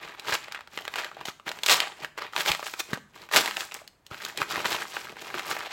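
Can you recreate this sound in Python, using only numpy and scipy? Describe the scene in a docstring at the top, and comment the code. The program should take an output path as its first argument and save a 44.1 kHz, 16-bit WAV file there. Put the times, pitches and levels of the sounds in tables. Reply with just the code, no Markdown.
"""In a living room, close to a phone, two hands pick at, crinkle and rip the wrapping paper of a small soft parcel.
Creases buckle with single snaps and torn fibres go off in quick runs: each is a short push on a damped resonance.
Sliding paper is a dense crackle of tiny slips that follows the hands, with small crinkles popping at random.
Fingers bump the parcel with dull thuds; the walls add echoes and a short tail over a quiet background hush."""
import sys
import numpy as np
from scipy import signal
from scipy.fft import rfft, irfft
from scipy.io import wavfile
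from scipy.ndimage import uniform_filter1d

SR = 44100
rng = np.random.default_rng(int(sys.argv[2]) if len(sys.argv) > 2 else 0)


def output_pcm(signal):
    """Save a mono or channel-first signal as 16-bit PCM at the path in sys.argv[1].

    Samples are clipped to [-1, 1] before scaling.
    """
    pcm = np.clip(np.atleast_2d(signal).T, -1, 1) * 32767
    wavfile.write(sys.argv[1], SR, np.round(pcm).astype(np.int16))


N = 252252
T = np.arange(N) / SR
LEAD_S = .003  # a crease starts to creak this long before it gives


# creases that buckle with a clear snap, levels relative to each other:
# (t/s, energy level/dB, f/Hz of the facet, the patch of paper that flips)
CREASE_SNAPS = [(0.0644, -27, 1930), (0.1967, -15, 3670), (0.3525, -4.5, 2720), (0.483, -16, 1460),
                (0.5226, -14, 3440), (0.5476, -14, 2350), (0.591, -20.5, 1310), (0.6082, -18.5, 1860),
                (0.6746, -23.5, 1950), (0.7756, -8, 2130), (0.7884, -13.5, 2000), (0.8523, -14, 2360),
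                (0.879, -7.5, 2070), (0.9392, -10, 2220), (0.958, -6.5, 1960), (0.985, -7.5, 1790),
                (1.0458, -10.5, 2420), (1.115, -18.5, 1170), (1.1686, -17, 830), (1.2114, -13.5, 1180),
                (1.255, -11, 2860), (1.2849, -11, 1590), (1.3982, -23, 1340), (1.4807, -9.5, 1910),
                (1.492, -11, 3300), (1.5163, -9, 2210), (1.5887, -18, 2240), (1.6347, -2.5, 3280),
                (1.6624, -0.5, 3870), (1.6659, -2.5, 3500), (1.6867, 2.5, 2670), (1.803, 2.5, 3230),
                (2.0468, -6.5, 1820), (2.177, -13, 1210), (2.1865, -11, 1330), (2.221, -9.5, 1230),
                (2.3346, -14, 1500), (2.3636, -0.5, 2380), (2.3785, -6.5, 2200), (2.4068, -3.5, 2680),
                (2.461, -5, 2660), (2.5171, 1, 2630), (2.5493, -6, 2260), (2.5943, -12, 1050),
                (2.628, -11, 1190), (2.6669, -12.5, 2270), (2.7383, -10, 1940), (2.8036, -6, 2700),
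                (2.9331, -3, 1836), (3.1603, -24.5, 1400), (3.2897, -21, 1730), (3.314, -10, 1600),
                (3.3379, -3, 2070), (3.3613, 6.5, 3130), (3.4597, -4.5, 2710), (3.5107, -8.5, 2310),
                (3.5688, -4.5, 2510), (3.6072, -7.5, 3020), (3.7204, -15.5, 2600), (3.7428, -14, 6400),
                (3.8772, -21, 4090), (4.0659, -24, 4180), (4.145, -15, 1940), (4.236, -19, 1740),
                (4.2504, -8.5, 3780), (4.375, -7.5, 3970), (4.4176, 1, 1780), (4.518, -11.5, 1420),
                (4.5586, -5, 2100), (4.579, -8.5, 1170), (4.6575, -2.5, 2360), (4.7289, -8, 2870),
                (4.823, -18, 2220), (4.968, -6, 1490), (5.0867, -20, 1580), (5.1683, -17.5, 1300),
                (5.3426, -7.5, 1430), (5.383, -11.5, 2150), (5.395, -8.5, 2160), (5.5131, -4.5, 1600),
                (5.5665, -9, 1690), (5.6069, -12.5, 1750)]


def snaps(q=1.42, tick=0.61, size=700):
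    """Buckling creases: each one lets go with a clear single snap."""
    out = np.zeros(N)
    noises = rng.standard_normal((len(CREASE_SNAPS), size))
    for (s, db, hz), noise in zip(CREASE_SNAPS, noises):
        add(out, s - LEAD_S, undb(db) * snap(hz, noise, q, tick))
    return out


# rips running through the sheet, levels relative to each other:
# (start t/s, length t/s, energy level/dB of a breaking fibre at the start, middle f/Hz)
RIP_RUNS = [(0.323, 0.036, -6.5, 2010), (1.6964, 0.042, 5, 3630), (2.482, .025, -3, 2580),
            (3.363, 0.031, 3.5, 2930)]


def rips(q=1.5, tick=0.48, uneven=0.28, scatter_db=2, octaves=0.18, count=24, size=700):
    """A rip is a quick, nearly regular run of fibres snapping one after another."""
    # fibres break faster as a rip gathers speed, and more weakly as the tension goes
    fibres_per_s, speed_up_per_s2, slacken_db = 260, 3000, 9
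    out = np.zeros(N)
    noises = rng.standard_normal((len(RIP_RUNS), count, size))
    for (start, length, db, hz), fibres in zip(RIP_RUNS, noises):
        age = 0  # seconds since the rip began
        for noise in fibres:
            if age > length:
                break
            strength = undb(db - slacken_db * age / length + scatter_db * noise[0])
            fibre_hz = hz * 2 ** (octaves * noise[1])
            add(out, start + age - LEAD_S, strength * snap(fibre_hz, noise[3:], q, tick))
            age += np.exp(uneven * noise[2]) / (fibres_per_s + speed_up_per_s2 * age)
    return out


# how strongly the sheet sends out each pitch of a snap: (f/Hz, level/dB)
SHEET_RADIATION = [(60, -23), (250, 3.5), (450, 6.5), (1200, 3.5), (2200, -2), (4200, -2.5), (5800, -6.5),
                   (8000, -2), (8700, -9.5), (15500, 3)]


def snap(hz, noise, q, tick, shiver_db=-1, shiver_s=0.0012, creak_db=-10, creak_s=0.0015, reach=4.16):
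    """A crease creaks for an instant, then flips one facet; the sheet around it shivers for a few milliseconds."""
    t = np.arange(len(noise)) / SR - LEAD_S  # zero at the flip
    after = np.maximum(t, 0)
    shiver = unit(noise * after ** .5 * np.exp(-after / shiver_s))
    creak = unit(noise * np.exp(-abs(t) / creak_s))
    push = undb(shiver_db) * shiver + undb(creak_db) * creak
    push[np.argmin(abs(t))] += 1  # the flip itself
    ring = facet(push, hz, q)
    # big, low facets flip slowly and give little treble
    soft = signal.lfilter(*signal.butter(2, min(reach * hz, SR / 2 - 1), fs=SR), ring)
    return unit(colour((1 - tick) * soft + tick * ring, SHEET_RADIATION))


# relative colour of the sliding sheet, before its three bands are levelled: (f/Hz, level/dB per Hz)
PAPER_COLOUR = [(40, -26.5), (90, -5.5), (180, -0.5), (260, -6), (400, -1.5), (580, -6), (850, -0.5),
                (1500, -3.5), (2500, -3.5), (4000, -8.5), (5800, -15), (8000, -17), (8700, -24),
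                (15500, -20.5)]


def rustle(body_db=-3.0, crisp_db=-1, flex_db=-2):
    """Crackle follows the hands; taut paper sounds crisp, and slack paper flexes with a low flutter."""
    flex, body, crisp = hands()
    sheet = colour(crackle(), PAPER_COLOUR)
    edges = [(35, 450), (450, 4500), (4500, 17000)]  # Hz: flexing bass, body, crisp treble
    levels = [flex + flex_db, body + body_db, crisp + crisp_db]
    sliding = np.zeros(N)
    for (lo, hi), db in zip(edges, levels):
        sliding += unit(band(sheet, lo, hi)) * undb(db)
    return np.sqrt(N) * sliding + crinkles(body)


# moves of the hands that slide and crumple the paper, before the fixed trims in rustle():
# (peak t/s, body level/dB, rise t/s, fall t/s, crisp treble level/dB and flexing bass level/dB above the body)
HAND_STROKES = [(0.02, -40.5, 0.14, 0.19, -14.5, -14), (0.287, -27, 0.025, 0.054, -10.5, -15.5),
                (0.346, -29.5, 0.035, 0.016, -2.5, -13), (0.42, -45.5, .05, 0.15, -31, -14),
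                (0.55, -44.5, 0.025, 0.048, -37, -16), (0.778, -44.5, 0.047, 0.15, -7, -9),
                (0.996, -29, 0.04, 0.047, -13, -22), (1.21, -47, 0.076, 0.047, -18, -6),
                (1.288, -35.5, 0.026, 0.013, -5, -20), (1.478, -31, 0.012, 0.033, -11, -13.5),
                (1.57, -45.5, 0.055, 0.21, -8, -7.5), (1.722, -17, 0.033, 0.032, -4.5, -18.5),
                (1.812, -28.5, 0.041, 0.058, -26, -24.5), (2.041, -36, 0.043, 0.019, -11, -8),
                (2.183, -32.5, 0.005, 0.012, -9, -14.5), (2.232, -35, 0.032, .045, -18, -15),
                (2.40, -25, 0.034, 0.019, -6.5, -20), (2.497, -20.5, 0.038, 0.026, -6, -21.5),
                (2.68, -40, 0.093, 0.074, -1, -19), (2.80, -30.5, 0.01, 0.0092, 1.5, -18),
                (2.935, -35.5, .04, .025, -8.5, -7), (3.205, -43.5, 0.053, .05, -9.5, -9),
                (3.335, -21, 0.011, 0.06, -7, -30), (3.376, -23.5, 0.028, 0.034, 0, -9),
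                (3.472, -30, 0.048, 0.036, -6.5, -25), (3.596, -35.5, 0.061, 0.063, -2.5, -17),
                (3.75, -41.5, 0.02, 0.048, -4.5, -16), (3.82, -59, 0.042, 0.1, -27, -7),
                (4.113, -41, 0.0078, 0.047, -12, -11), (4.249, -38, 0.074, 0.07, -6.5, -11),
                (4.418, -27, 0.034, 0.02, -10, -10), (4.514, -31.5, 0.026, 0.039, -7, -13),
                (4.59, -29.5, 0.07, 0.035, -9.5, -9.5), (4.654, -20.5, 0.011, 0.0086, -11.5, -11.5),
                (4.713, -24, 0.051, 0.064, -7.5, -15), (4.82, -31, .02, 0.031, -7, -8.5),
                (4.964, -36.5, 0.071, 0.089, -5.5, -15), (5.10, -48.5, 0.11, 0.068, -16, -2),
                (5.28, -38.5, 0.084, 0.052, -8.5, -11.5), (5.353, -37.5, 0.02, 0.035, -15, -3),
                (5.395, -36.5, 0.024, 0.019, -6, -8), (5.504, -28.5, 0.061, 0.056, -7, -13),
                (5.644, -34, 0.049, 0.03, -13, -18.5), (5.715, -37.5, 0.038, .05, -13, -28)]


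def hands():
    """Overlapping strokes add up to the levels (dB) of the paper's flexing bass, body and crisp treble."""
    shape = 1.37  # power of the elapsed time in each swell
    power = np.full((3, N), 1e-10)
    for s, db, rise, fall, crisp, flex in HAND_STROKES:
        distance = np.maximum((s - T) / rise, (T - s) / fall)
        swell = np.exp(-distance ** shape)
        power += np.outer(undb([db + flex, db, db + crisp]) ** 2, swell ** 2)
    return 10 * np.log10(power)


def crackle(rate=5000, spread_db=3.5, cap_db=15, q=1.86, rub_db=-10, tick=0.48,
            catch_db=3.0, catch_rate=110, wander_rate=70, count=12):
    """Countless tiny slips of unequal size, each on a facet with one of several pitches, over a smooth rub."""
    happens = rng.random(N) < rate / SR  # rate in slips per second
    which = rng.integers(0, count, N)
    size_db = np.minimum(spread_db * rng.exponential(size=N), cap_db)
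    slips = happens * undb(size_db) * rng.choice([-1, 1], N)
    wander_db = 2.5
    facets = np.zeros(N)
    # the strain wanders from facet to facet, so the colour keeps changing
    for k, hz in enumerate(np.geomspace(350, 13000, count)):
        strain = undb(wander_db * walk(wander_rate))
        facets += facet(slips * (which == k) * strain, hz, q)
    rub = unit(rng.standard_normal(N))
    sound = unit(facets) + tick * unit(slips) + undb(rub_db) * rub
    # the sheet catches and lets go, so the crackle comes in clumps
    return sound * undb(catch_db * walk(catch_rate))


def crinkles(hand_db, centre_hz=1600, count=420, size=700):
    """Slack creases pop at random, each ringing briefly at its own pitch, more often and harder as hands work harder."""
    busy_db = -42  # from this hand level up, every possible pop happens
    pop_db, follow, spread_db, most_db = -20, .6, 3.5, -10  # follow: dB of pop per dB of effort
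    octaves, q = .65, 5
    out = np.zeros(N)
    draws, noises = rng.random((count, 2)), rng.standard_normal((count, size))
    for (when, luck), noise in zip(draws, noises):
        effort_db = hand_db[int(when * N)] - busy_db
        if luck < undb(effort_db):
            db = min(pop_db + follow * effort_db + spread_db * noise[0], most_db)
            hz = centre_hz * 2 ** (octaves * noise[1])
            add(out, when * N / SR, undb(db) * snap(hz, noise[2:], q, 0))
    return out


# fingers bumping the parcel: (t/s, peak level/dB, f/Hz, t/s for the padding to fade by 60 dB)
FINGER_BUMPS = [(.325, -36, 110, .04), (0.774, -31.5, 149, 0.017), (1.284, -30.5, 160, 0.03),
                (2.497, -24, 85, 0.064), (2.9318, -17.5, 180, 0.026), (2.9744, -25, 400, .025),
                (4.114, -34, 100, 0.046), (4.414, -30, 140, 0.053), (4.578, -33, 130, .03),
                (4.659, -32, 140, 0.035), (5.125, -31, 380, .04)]


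def bumps(width=2.7, size=6000):
    """The soft parcel gives a dull, quickly damped thud without a clear pitch."""
    out, t = np.zeros(N), np.arange(size) / SR
    noises = rng.standard_normal((len(FINGER_BUMPS), size))
    for (s, db, hz, t60), noise in zip(FINGER_BUMPS, noises):
        push = unit(facet(1. * (t == 0), hz, 1))
        fade = np.exp(-np.log(1000) * t / t60)
        padding = unit(band(noise, hz / width, hz * width, order=2) * fade)
        thud = push + padding
        add(out, s, undb(db) * thud / abs(thud).max())
    return out


# how long the room's tail takes to fade by 60 dB: (f/Hz, t/s)
WALL_FADES = [(150, 0.79), (500, 0.3), (1500, 0.41), (4000, 0.33), (8000, 0.47), (15000, 0.32)]


def room(x, early_db=-12, early_s=0.0062, tail_db=-13, gap_s=0.0046, lowest_hz=130, count=9):
    """Near surfaces return quick echoes; the walls a diffuse tail that lasts longest in the bass."""
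    t = T[:SR]
    edges = np.geomspace(lowest_hz, 18000, count + 1)
    tail = np.zeros(SR)
    for lo, hi in zip(edges, edges[1:]):
        t60 = lookup(WALL_FADES, np.sqrt(lo * hi))
        tail += band(rng.standard_normal(SR), lo, hi) * np.exp(-np.log(1000) * t / t60)
    echoes = rng.random(SR) < 1500 / SR  # 1500 per second on average
    early = rng.standard_normal(SR) * echoes * np.exp(-t / early_s)
    early = undb(early_db) * unit(early * (t > gap_s / 2))
    late = undb(tail_db) * unit(tail * (t > gap_s))
    return signal.fftconvolve(x, early + late)[:N]


# relative colour of the quiet background: (f/Hz, level/dB per Hz)
HUSH_COLOUR = [(30, 3.5), (90, 2.5), (300, -3.5), (1500, -11), (5000, -28.5), (16000, -29.5)]


def hush(level_db=-65.5):
    """Steady background: random noise, coloured and set to one average level."""
    return undb(level_db) * np.sqrt(N) * unit(colour(rng.standard_normal(N), HUSH_COLOUR))


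def undb(db):
    """Decibels to gain."""
    return 10 ** (np.asarray(db) / 20)


def unit(x):
    """Scale to an energy of one."""
    return x / np.sqrt(np.sum(x ** 2))


def add(track, s, sound):
    """Mix a sound into the track at time s (seconds)."""
    i = max(int(s * SR), 0)
    part = sound[:max(N - i, 0)]
    track[i:i + len(part)] += part


def lookup(points, hz):
    """Read a table of (f/Hz, value) on a log-frequency axis."""
    f, value = np.transpose(points)
    return np.interp(np.log(np.maximum(hz, 1)), np.log(f), value)


def colour(x, points, size=2048):
    """Filter with the given (f/Hz, level/dB) response, never sounding before its input."""
    cepstrum = irfft(np.log(undb(lookup(points, np.fft.rfftfreq(size, 1 / SR)))))
    # folding the cepstrum forward gives the minimum-phase filter
    cepstrum[1:size // 2] *= 2
    cepstrum[size // 2 + 1:] = 0
    return signal.fftconvolve(x, irfft(np.exp(rfft(cepstrum))))[:len(x)]


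def band(x, lo_hz, hi_hz, order=3):
    """Keep only the pitches between two limits."""
    limits = [lo_hz, min(hi_hz, SR / 2 - 1)]
    return signal.sosfilt(signal.butter(order, limits, "band", fs=SR, output="sos"), x)


def facet(x, hz, q):
    """One damped resonance, such as a patch of paper; a higher q rings longer."""
    w = 2 * np.pi * min(hz, SR / 2 - 1) / SR
    a = np.sin(w) / (2 * q)
    return signal.lfilter([a, 0, -a], [1 + a, -2 * np.cos(w), 1 - a], x)


def walk(rate):
    """Smooth random wander with a spread near one, with a new target rate times a second."""
    k = max(int(SR / rate), 1)
    steps = np.repeat(rng.standard_normal(N // k + 1), k)
    return np.sqrt(N) * unit(uniform_filter1d(steps, k)[:N])


def scene(snap_db=3.0, bump_room_db=-6):
    """Paper and parcel in the quiet room; the small padded parcel stirs the walls only a little."""
    paper = undb(snap_db) * (snaps() + rips()) + rustle()
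    thuds = bumps()
    echoes = room(paper + undb(bump_room_db) * thuds)
    return (paper + thuds + echoes + hush())[None]


def record(dry):
    """The phone thins the deepest bass, clips at full scale and cuts the top."""
    thin = signal.sosfilt(signal.butter(2, 40, "high", fs=SR, output="sos"), dry)
    top_cut = signal.ellip(10, .2, 80, 16000, fs=SR, output="sos")  # 16000 Hz
    return signal.sosfilt(top_cut, np.clip(thin, -1, 1))


dry = scene()
out = record(dry)
output_pcm(out)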